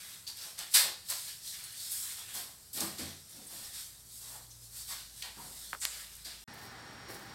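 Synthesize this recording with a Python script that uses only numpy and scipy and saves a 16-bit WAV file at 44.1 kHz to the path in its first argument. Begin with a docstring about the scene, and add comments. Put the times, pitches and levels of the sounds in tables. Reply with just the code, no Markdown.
"""Footsteps on gritty parquet, then an alley

Shoes scuff, slide and tread in an emptied flat, heard from a phone carried through it: friction is
shaped noise that echoes and rings brightly in the bare room; heel landings boom in the floor.
Clothes and plastic wrapping rustle in three noise bands; fingers knock on the phone's case.
After a short silence follows an outdoor alley: traffic noise, unsteady tones and steps on sandy stone.
"""
import sys
import numpy as np
from scipy import signal
from scipy.fft import rfft, irfft, next_fast_len
from scipy.io import wavfile
from scipy.ndimage import uniform_filter1d, map_coordinates

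SR = 44100
rng = np.random.default_rng(int(sys.argv[2]) if len(sys.argv) > 2 else 0)


def master_out(mix):
    """Clip the mix to full scale and print it as 16-bit PCM to the path in sys.argv[1]."""
    frames = np.transpose(np.atleast_2d(mix))
    ceiling = np.clip(frames, -1, 1)
    pcm = np.round(ceiling * 32767).astype(np.int16)
    wavfile.write(sys.argv[1], SR, pcm)


N = 323694
TIME = np.arange(N) / SR

# Levels are relative wherever a source below adds its own gain; spectra are scaled to rms 1 in use.
# machine hum: (time [s], low hum level [dB], upper hum level [dB])
HUM_LEVELS = [(0, -90, -90), (2, -70.5, -66), (3.1, -80, -73), (3.6, -64.5, -70), (4.6, -58, -56),
              (5.15, -58, -69.5), (6.35, -57.5, -74)]
# rumble of the building: (frequency [Hz], density [dB per Hz])
BUILDING_SPECTRUM = [(20, -5), (40, -29), (55, -1.5), (85, 4.5), (115, -1), (160, -0.5), (250, -9),
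                     (500, -13), (1500, -14.5), (5000, -29), (16000, -38)]
# distant traffic: (frequency [Hz], density [dB per Hz])
TRAFFIC_SPECTRUM = [(30, -26), (55, -3), (90, 1.5), (140, -0.5), (280, -3), (560, -8.5), (800, -3.5),
                    (1050, -5.5), (1850, -3.5), (2700, -14), (4500, -10.5), (6400, -19), (9000, -20),
                    (13000, -43)]
# machines outdoors: (frequency [Hz], level [dB], frequency wander [Hz])
OUTDOOR_MACHINES = [(115, -64.5, 4.4), (794, -66, 15)]
# soles on sandy stone: (time [s], rise [s], fade [s], stone level [dB], sand level [dB])
PAVING_STEPS = [(6.531, 0.065, 0.084, -65, -59.5), (6.62, 0.033, 0.024, -57, -59),
                (7.08, 0.033, 0.082, -48, -50.5)]
# sand grinding: (frequency [Hz], density [dB per Hz])
SAND_SPECTRUM = [(2000, -31), (4400, 3), (6500, -3.5), (8500, 0), (10500, -4), (12500, -2), (15500, -4)]
# sole on stone: (frequency [Hz], density [dB per Hz])
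STONE_SPECTRUM = [(60, -20), (200, -13), (380, -2), (600, -8.5), (900, -15), (2000, -14), (6000, -38),
                  (15000, -44)]
# clothes and wrapping, one row per movement:
# (time [s], rise [s], hold [s], hiss level [dB], crinkle above hiss [dB], flap above hiss [dB])
CLOTH_MOVEMENTS = [(0, 0.0033, 0.14, -51, -2, -6), (0.334, 0.1, 0.016, -46.5, 0, -8),
                   (0.57, 0.02, 0.033, -48, -4, -5.5), (1.042, 0.062, 0.16, -44, -4.5, -14.5),
                   (1.26, .025, 0.022, -48, 0, -8), (1.407, 0.07, 0.034, -44, -1.5, -20),
                   (1.512, 0.026, 0.18, -52, -0.5, -6), (1.726, 0.078, 0.085, -43.5, -3.5, -18),
                   (1.889, .03, 0.12, -39.5, -6.5, -18.5), (2.02, 0.065, 0.042, -45, -4, -9.5),
                   (2.15, 0.035, 0.035, -49, -3, -6), (2.263, 0.028, 0.11, -49.5, -5.5, -6),
                   (2.9, 0.025, 0.2, -55, 0, -5.5), (3.265, 0.052, 0.12, -55.5, -2, -12.5),
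                   (3.445, .11, .13, -48.5, -4, -11), (3.713, 0.04, 0.061, -45.5, -3, -12.5),
                   (4.047, 0.12, 0.19, -49.5, -5.5, -22), (4.58, 0.054, .03, -54, -4, -29),
                   (4.704, 0.068, .05, -46, -4.5, -17), (4.868, 0.052, 0.097, -52.5, 1.5, -7.5),
                   (5.119, 0.076, 0.044, -50, -2.5, -15), (5.346, 0.069, .12, -50.5, -4, -15.5),
                   (5.531, 0.045, 0.13, -49.5, -3.5, -15.5), (5.866, .07, 0.078, -49, -2.5, -4),
                   (6.075, 0.043, .06, -57, -1.5, -8), (6.27, 0.041, 0.038, -63.5, 6, 4.5)]
# fabric sliding: (frequency [Hz], density [dB per Hz])
HISS_SPECTRUM = [(3000, -40), (6000, -12.5), (7000, -5), (8300, -0.5), (10300, -6.5), (12200, -4),
                 (14000, -12), (16000, -14)]
# folds crinkling: (frequency [Hz], density [dB per Hz])
CRINKLE_SPECTRUM = [(1500, -28), (2900, -12.5), (3700, -2), (4500, 0.5), (5500, 0), (6500, -6.5),
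                    (9000, -32)]
# folds flapping: (frequency [Hz], density [dB per Hz])
FLAP_SPECTRUM = [(200, -15), (600, -9), (1100, -4), (1800, 3), (2500, 0), (3500, 4.5), (7000, -22)]
# quick rubs of cloth or sole: (time [s], rise [s], fade [s], level [dB], band centre [Hz])
RUBS = [(0.267, 0.006, 0.018, -38.5, 4330), (1.451, 0.02, 0.02, -56, 4470),
        (1.637, 0.0035, 0.012, -40.5, 8840), (1.72, 0.0067, 0.005, -42.5, 8900),
        (1.91, 0.0091, 0.012, -33.5, 10700), (3.291, .005, 0.024, -51, 8500),
        (3.465, 0.0047, .015, -46.5, 8500), (4.498, 0.023, 0.0043, -51, 5570),
        (4.885, 0.035, 0.023, -49.5, 1070), (5.219, .004, 0.047, -48.5, 2970),
        (5.8, 0.022, 0.06, -37, 7500), (6.246, 0.0076, 0.037, -44, 4530)]
# fingers on the phone: (time [s], peak level [dB], pitch [Hz], life [s], case rattle level [dB])
FINGER_TAPS = [(5.7314, -21, 1370, 0.00058, -41), (5.7495, -30.5, 1270, 0.00094, -50.5),
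               (5.8519, -17.5, 12000, .0002, -75), (5.853, -11.5, 2900, 0.00011, -68)]
# rattle of the case: (frequency [Hz], density [dB per Hz])
CASE_SPECTRUM = [(100, -18), (600, -10), (1400, -10.0), (2400, -16), (8000, -30)]
# grit cracking under a sole: (time [s], peak level [dB], pitch [Hz], life [s])
GRAIN_SNAPS = [(0.59, -23, 7170, 0.0019), (0.7456, -17, 8500, 0.0011), (1.1012, -21, 8750, 0.0035),
               (2.353, -32, 8100, .003), (2.8063, -18.5, 6600, 0.0019), (5.2231, -26, 4470, 0.0042),
               (6.154, -36, 10000, .002), (6.166, -39, 9900, .003), (6.538, -40.5, 14000, 0.0063),
               (7.107, -47, 8000, 0.0025), (7.145, -39, 9050, .003)]
# heels landing with the body's weight: (time [s], level [dB], contact time [s])
HEEL_LANDINGS = [(2.803, -46, 0.0011), (2.828, -38.5, 0.0011), (2.987, -44, 0.0037), (3.019, -36, 0.015)]
# floor and room modes: (frequency [Hz], level [dB], decay t60 [s])
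FLOOR_MODES = [(87, -6, 0.59), (141, -5.5, 0.84), (201.6, -8, 0.78), (240.4, 0.5, 0.22), (331.4, 4.5, 0.22)]
# soles on parquet: (time [s], rise [s], fade [s], grit level [dB], grit tilt [dB per octave],
# wood level [dB], thud level [dB])
PARQUET_STEPS = [(.27, 0.0073, 0.023, -46.5, -0.5, -68, -78), (0.369, .003, 0.0092, -48.5, 1, -78, -85),
                 (.4, 0.054, 0.049, -67, 14, -63.5, -85), (.578, 0.016, 0.017, -43, -6, -57.5, -87),
                 (.705, 0.043, .006, -41.5, 0, -74, -83), (.738, 0.011, 0.033, -20.5, -1.5, -44, -82),
                 (.81, .04, 0.015, -58, 0, -48.5, -62), (1.084, 0.022, 0.018, -36, 0, -52, -84),
                 (2.334, .016, 0.062, -41.5, 1.5, -55, -64), (2.73, 0.0028, 0.073, -42, 3.5, -80, -60),
                 (2.755, 0.02, 0.021, -40, -2, -54, -51), (2.799, 0.0041, 0.041, -36.5, 0, -48, -46.5),
                 (2.982, 0.0034, 0.053, -42.5, -3.5, -57, -48.5), (3.32, 0.069, .05, -63, 0, -73, -60.5),
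                 (3.49, 0.022, .12, -54, 3, -64.5, -66), (4.19, 0.17, 0.031, -60.5, -8.5, -61.5, -73.5),
                 (4.868, 0.055, 0.013, -42.5, -0.5, -64, -72),
                 (5.222, 0.02, 0.036, -47.5, -10.5, -57.5, -79), (5.355, 0.0098, 0.1, -62, -14, -58, -59.5),
                 (5.814, 0.02, 0.023, -41, -8, -59, -83), (6.244, 0.008, 0.054, -48, -3.5, -64, -64.5)]
# sole on grit: (frequency [Hz], density [dB per Hz])
GRIT_SPECTRUM = [(300, -78), (900, -22.5), (1800, -11), (2800, -10), (4300, 1), (5200, 1.5), (6500, -3.5),
                 (8400, 4.5), (10300, -1), (12200, 2.5), (14000, -4), (16000, -10)]
# sole on wooden blocks: (frequency [Hz], density [dB per Hz])
WOOD_SPECTRUM = [(100, -42), (220, -19), (330, -5), (450, 0), (750, 9), (1150, 7.5), (1800, -4),
                 (3000, -30), (8000, -41)]
# loaded floor: (frequency [Hz], density [dB per Hz])
THUD_SPECTRUM = [(30, -38), (60, -32), (90, -1.5), (160, 6), (310, 6), (400, 1), (800, -6), (3000, -56)]
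# bright ringing tail of the scuffs in the bare room: (frequency [Hz], level [dB], decay t60 [s])
ROOM_RING = [(1786, -1.5, 1), (3100, -3, 0.55), (3730, -27, 0.74), (4260, -13, 0.62), (4550, 11, 0.4),
             (4500, -7, 0.54), (5060, 14, 0.17), (7590, -3, 0.28), (7950, 16, .35), (8600, 14, .35),
             (8830, -7, 0.76), (11900, 2, .35), (12300, -10, 0.18)]
# reverberation of bare walls: (frequency [Hz], decay t60 [s])
WALL_DECAY = [(100, 0.47), (400, 0.46), (1000, 0.38), (4000, 0.47), (8000, 0.35), (15000, 0.32)]
# stereo width: (frequency [Hz], level [dB])
STEREO_WIDTH = [(100, -58), (1170, -47), (1850, -4.5), (2800, -45.5), (7300, -61), (9700, -7), (12000, -59),
                (15000, -43)]

LEAVE_S, OUTDOORS_S = 6.44, 6.477  # the flat ends; the alley begins
TOP_HZ = 15850  # upper band limit
HUM_WAVER_HZ = 3.5  # frequency wander of the upper hum
TRAFFIC_DB, SAND_DB = -50.5, -67.5  # steady far traffic; sand shifting between steps
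THIN_HZ, THIN_DB, THIN_FLUTTER = 5565, -65.5, 0.55  # thin whine: pitch, level, flutter depth (ratio)
RUSTLE_FADE_S = 0.081  # time constant with which a movement dies away
# resting cloth: hiss, then crinkle and flap relative to it
STIR_DB, STIR_CRINKLE_DB, STIR_FLAP_DB = -57.5, -5, -22.5
PATCHY_DB = 2.2  # rms level change of the shifting contact
WEIGHT_LAG_S, WEIGHT_RISE_S = 0.0092, 0.0061  # delay after first touch; extra rise time
PRESSED_DB, PRESSED_TILT_DB = -8, -8.5  # grit under weight: relative level, extra tilt per octave


def amp(db):
    """Level: decibels converted to an amplitude ratio."""
    return 10 ** (np.asarray(db) / 20)


def unit(x):
    """Normalisation: the signal is scaled to rms 1."""
    return x / np.sqrt(np.mean(x ** 2) + 1e-20)


def along(points, hz):
    """Logarithmic interpolation: (frequency, value) points read on a log frequency axis."""
    f, v = np.transpose(points)
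    return np.interp(np.log(hz + 1), np.log(f + 1), v)


def curves(rows):
    """Linear interpolation: one value per sample for each column after the time."""
    s, *columns = np.transpose(rows)
    return [np.interp(TIME, s, column) for column in columns]


def add(track, s, sound):
    """Superposition: a sound is summed into the track at time s."""
    start = max(round(s * SR), 0)
    track[start:start + len(sound)] += sound[:N - start]


def wobble(rate):
    """Slow random modulation: a smooth curve through `rate` random knots a second."""
    knots = rng.standard_normal(int(N * rate / SR) + 4)
    return map_coordinates(knots, [TIME * rate])


def friction(spectrum, size=N, spiky_db=0, tilt_db=0):
    """Stick-slip noise: random slips, uneven by spiky_db, coloured by a spectrum tilted above 2 kHz."""
    m = next_fast_len(size)
    slips = rng.standard_normal(m) * amp(spiky_db * rng.standard_normal(m))
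    hz = np.fft.rfftfreq(m, 1 / SR)
    gain = amp(along(spectrum, hz) + tilt_db * np.log2(np.maximum(hz, 2000)))
    return unit(irfft(rfft(slips) * gain, m)[:size])


def patches(x):
    """Shifting contact: short-lived resonances come and go as a smoothed random gain field."""
    z = signal.stft(x, nperseg=512)[2]
    field = rng.standard_normal(z.shape)
    field = uniform_filter1d(field, size=3, axis=0)  # across frequency
    field = uniform_filter1d(field, size=14, axis=1)  # across time
    shifted = signal.istft(z * amp(PATCHY_DB * unit(field)), nperseg=512)[1]
    return unit(shifted[:len(x)])


def stroke(t, rise, fade):
    """Contact pressure: it builds up as about the root of time, then lets go exponentially."""
    return np.minimum(t / rise, 1) ** 0.51 * np.exp(-np.maximum(t - rise, 0) / fade)


def drone(hz, width_hz):
    """Frequency modulation: a sine of rms 1 whose pitch wanders at random."""
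    frequency = hz + width_hz * wobble(width_hz * 2)
    return unit(np.sin(2 * np.pi * np.cumsum(frequency) / SR))


def ringing(modes, t):
    """Modal superposition: a sum of exponentially decaying sines."""
    return sum(amp(db - 60 * t / t60) * np.sin(2 * np.pi * hz * t) for hz, db, t60 in modes)


def room(x, direct_db, build=0.0044):
    """Reverberation: direct sound plus a dense decaying tail from bare walls, drawn anew each call."""
    hz, t, z = signal.stft(rng.standard_normal(SR * 3 // 4), SR, nperseg=256)
    decay = amp(-60 * t / along(WALL_DECAY, hz)[:, None])
    tail = signal.istft(z * decay, SR, nperseg=256)[1]
    tail = tail * (1 - np.exp(-np.arange(len(tail)) / SR / build))
    response = tail / np.linalg.norm(tail)
    response[0] = amp(direct_db)
    return signal.fftconvolve(x, response)


def room_tone():
    """Steady background: low noise of the building and two wavering tones of a humming machine."""
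    low_db, upper_db = curves(HUM_LEVELS)
    low_hum = amp(low_db - 7.0) * drone(54, 0.49)
    upper_hum = amp(upper_db - 5.5) * drone(113, HUM_WAVER_HZ)
    return low_hum + upper_hum + amp(-66.0) * friction(BUILDING_SPECTRUM)


def alley():
    """Outdoor mixture: traffic noise, machine tones, a fluttering whine, and friction of sandy steps."""
    out = amp(TRAFFIC_DB) * friction(TRAFFIC_SPECTRUM)
    for hz, db, width_hz in OUTDOOR_MACHINES:
        out += amp(db) * drone(hz, width_hz)
    out += amp(THIN_DB) * (1 + THIN_FLUTTER * wobble(35)) * drone(THIN_HZ, 13)
    t = np.arange(SR // 2) / SR
    grinding = np.full(N, amp(SAND_DB))
    for s, rise, fade, stone_db, sand_db in PAVING_STEPS:
        pressure = stroke(t, rise, fade)
        stone = friction(STONE_SPECTRUM, size=len(t), spiky_db=8)
        add(out, s, amp(stone_db) * pressure * stone)
        add(grinding, s, amp(sand_db) * pressure)
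    sand = amp(wobble(83)) * friction(SAND_SPECTRUM, spiky_db=6.5)
    return out + grinding * sand


def rustle():
    """Incoherent addition: movements sum in power; fabric hisses, its folds crinkle and flap lower down."""
    # rows: hiss, crinkle, flap; the cloth never quite rests
    power = (amp(STIR_DB) * amp([[0], [STIR_CRINKLE_DB], [STIR_FLAP_DB]])) ** 2
    for s, rise, hold, db, crinkle_db, flap_db in CLOTH_MOVEMENTS:
        t = TIME - s
        swell = np.clip(t / rise, 0, 1)
        slide = amp(db) * swell * np.exp(-np.maximum(t - rise - hold, 0) / RUSTLE_FADE_S)
        power = power + (slide * amp([[0], [crinkle_db], [flap_db]])) ** 2
    catching_db = 0.5 * wobble(35) + 0.27 * wobble(220)
    hiss = amp(-0.04) * friction(HISS_SPECTRUM)
    crinkle = amp(-0.5) * patches(friction(CRINKLE_SPECTRUM, spiky_db=4))
    flap = amp(2.5) * patches(friction(FLAP_SPECTRUM, spiky_db=4))
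    return amp(catching_db) * np.sum(np.sqrt(power) * [hiss, crinkle, flap], axis=0)


def swishes():
    """Periodic texture: a fine, even surface rubbed at one speed hisses around one pitch."""
    out, t = np.zeros(N), np.arange(SR // 4) / SR
    for s, rise, fade, db, hz in RUBS:
        band = [(hz / 3, -32), (hz / 1.33, -14), (hz / 0.92, 0),
                (hz * 0.94, 0), (hz * 1.45, -14), (hz * 3, -32)]
        rub = amp(db) * stroke(t, rise, fade) * friction(band, size=len(t), spiky_db=5.5)
        add(out, s, amp(-4) * room(rub, direct_db=2.5))
    return out


def knocks():
    """Structure-borne impact: taps reach the microphone through the case as a dry swing and a rattle."""
    out, t = np.zeros(N), np.arange(SR // 16) / SR
    for s, db, hz, life, rattle_db in FINGER_TAPS:
        displacement = np.sin(2 * np.pi * hz * t) * t * np.exp(-2 * t / life)
        # the microphone follows the speed of the case, so the swing carries little bass
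        swing = np.gradient(displacement)
        rattle = friction(CASE_SPECTRUM, size=len(t)) * np.exp(-t / 0.014)
        add(out, s, amp(db) * swing / np.abs(swing).max() + amp(rattle_db) * rattle)
    return out


def cracks():
    """Brittle fracture: single grains give way with a short bright burst of band noise."""
    out, t = np.zeros(N), np.arange(SR // 16) / SR
    for s, db, hz, life in GRAIN_SNAPS:
        band = [(hz / 4, -26), (hz, 0), (hz * 2, -18)]
        snap = friction(band, size=len(t)) * np.exp(-t / life)
        add(out, s, amp(db) * snap / np.abs(snap).max())
    return out


def heels():
    """Impulse excitation: a heel pushes the floor modes once; longer contact gives a deeper boom."""
    out, t = np.zeros(N), np.arange(SR // 2) / SR
    # the modes of the room take a moment to fill
    boom = ringing(FLOOR_MODES, t) * (1 - np.exp(-t / 0.0031))
    for s, db, contact in HEEL_LANDINGS:
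        # the boards give and spring back, so no steady pressure is left
        push = (1 - 4 * t / contact) * np.exp(-4 * t / contact)
        add(out, s, amp(db) * signal.fftconvolve(push / np.abs(push).sum(), boom))
    return out


def footsteps():
    """Sliding friction under load: a sole skims the grit, then its weight grinds grit, wood and floor."""
    out, t = np.zeros(N), np.arange(SR // 2) / SR
    ring = ringing(ROOM_RING, t)
    ring = ring / np.linalg.norm(ring)
    for s, rise, fade, grit_db, tilt_db, wood_db, thud_db in PARQUET_STEPS:
        grit = amp(grit_db) * friction(GRIT_SPECTRUM, size=len(t), spiky_db=3.0, tilt_db=tilt_db)
        pressed = amp(grit_db + PRESSED_DB) * friction(
            GRIT_SPECTRUM, size=len(t), spiky_db=5.0, tilt_db=tilt_db + PRESSED_TILT_DB)
        wood = amp(wood_db) * patches(friction(WOOD_SPECTRUM, size=len(t), spiky_db=2))
        thud = amp(thud_db) * friction(THUD_SPECTRUM, size=len(t))
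        touch = stroke(t, rise, fade)
        weight = stroke(np.maximum(t - WEIGHT_LAG_S, 0), rise + WEIGHT_RISE_S, fade)
        scuff = amp(0.5) * (touch * grit + weight * (pressed + wood + thud))
        add(out, s, room(scuff, direct_db=1))
        add(out, s, amp(-21) * signal.fftconvolve(scuff, ring))
    return out


def scene():
    """Superposition in time: the flat, a moment of silence, then the alley, equal in both channels."""
    indoors = room_tone() + rustle() + swishes() + knocks() + heels() + footsteps()
    # grains crack in both places
    mono = indoors * (TIME < LEAVE_S) + alley() * (TIME > OUTDOORS_S) + cracks()
    return np.array([mono, mono])


def record(dry):
    """Stereo width and band limit: opposite quadrature parts widen the sound; the top is cut off."""
    m = next_fast_len(N + SR // 2)
    hz = np.fft.rfftfreq(m, 1 / SR)
    width = 1 + 1j * np.outer([1, -1], amp(along(STEREO_WIDTH, hz)))
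    return irfft(rfft(dry, m) * width * (hz < TOP_HZ), m)[:, :N]


dry = scene()
out = record(dry)
master_out(out)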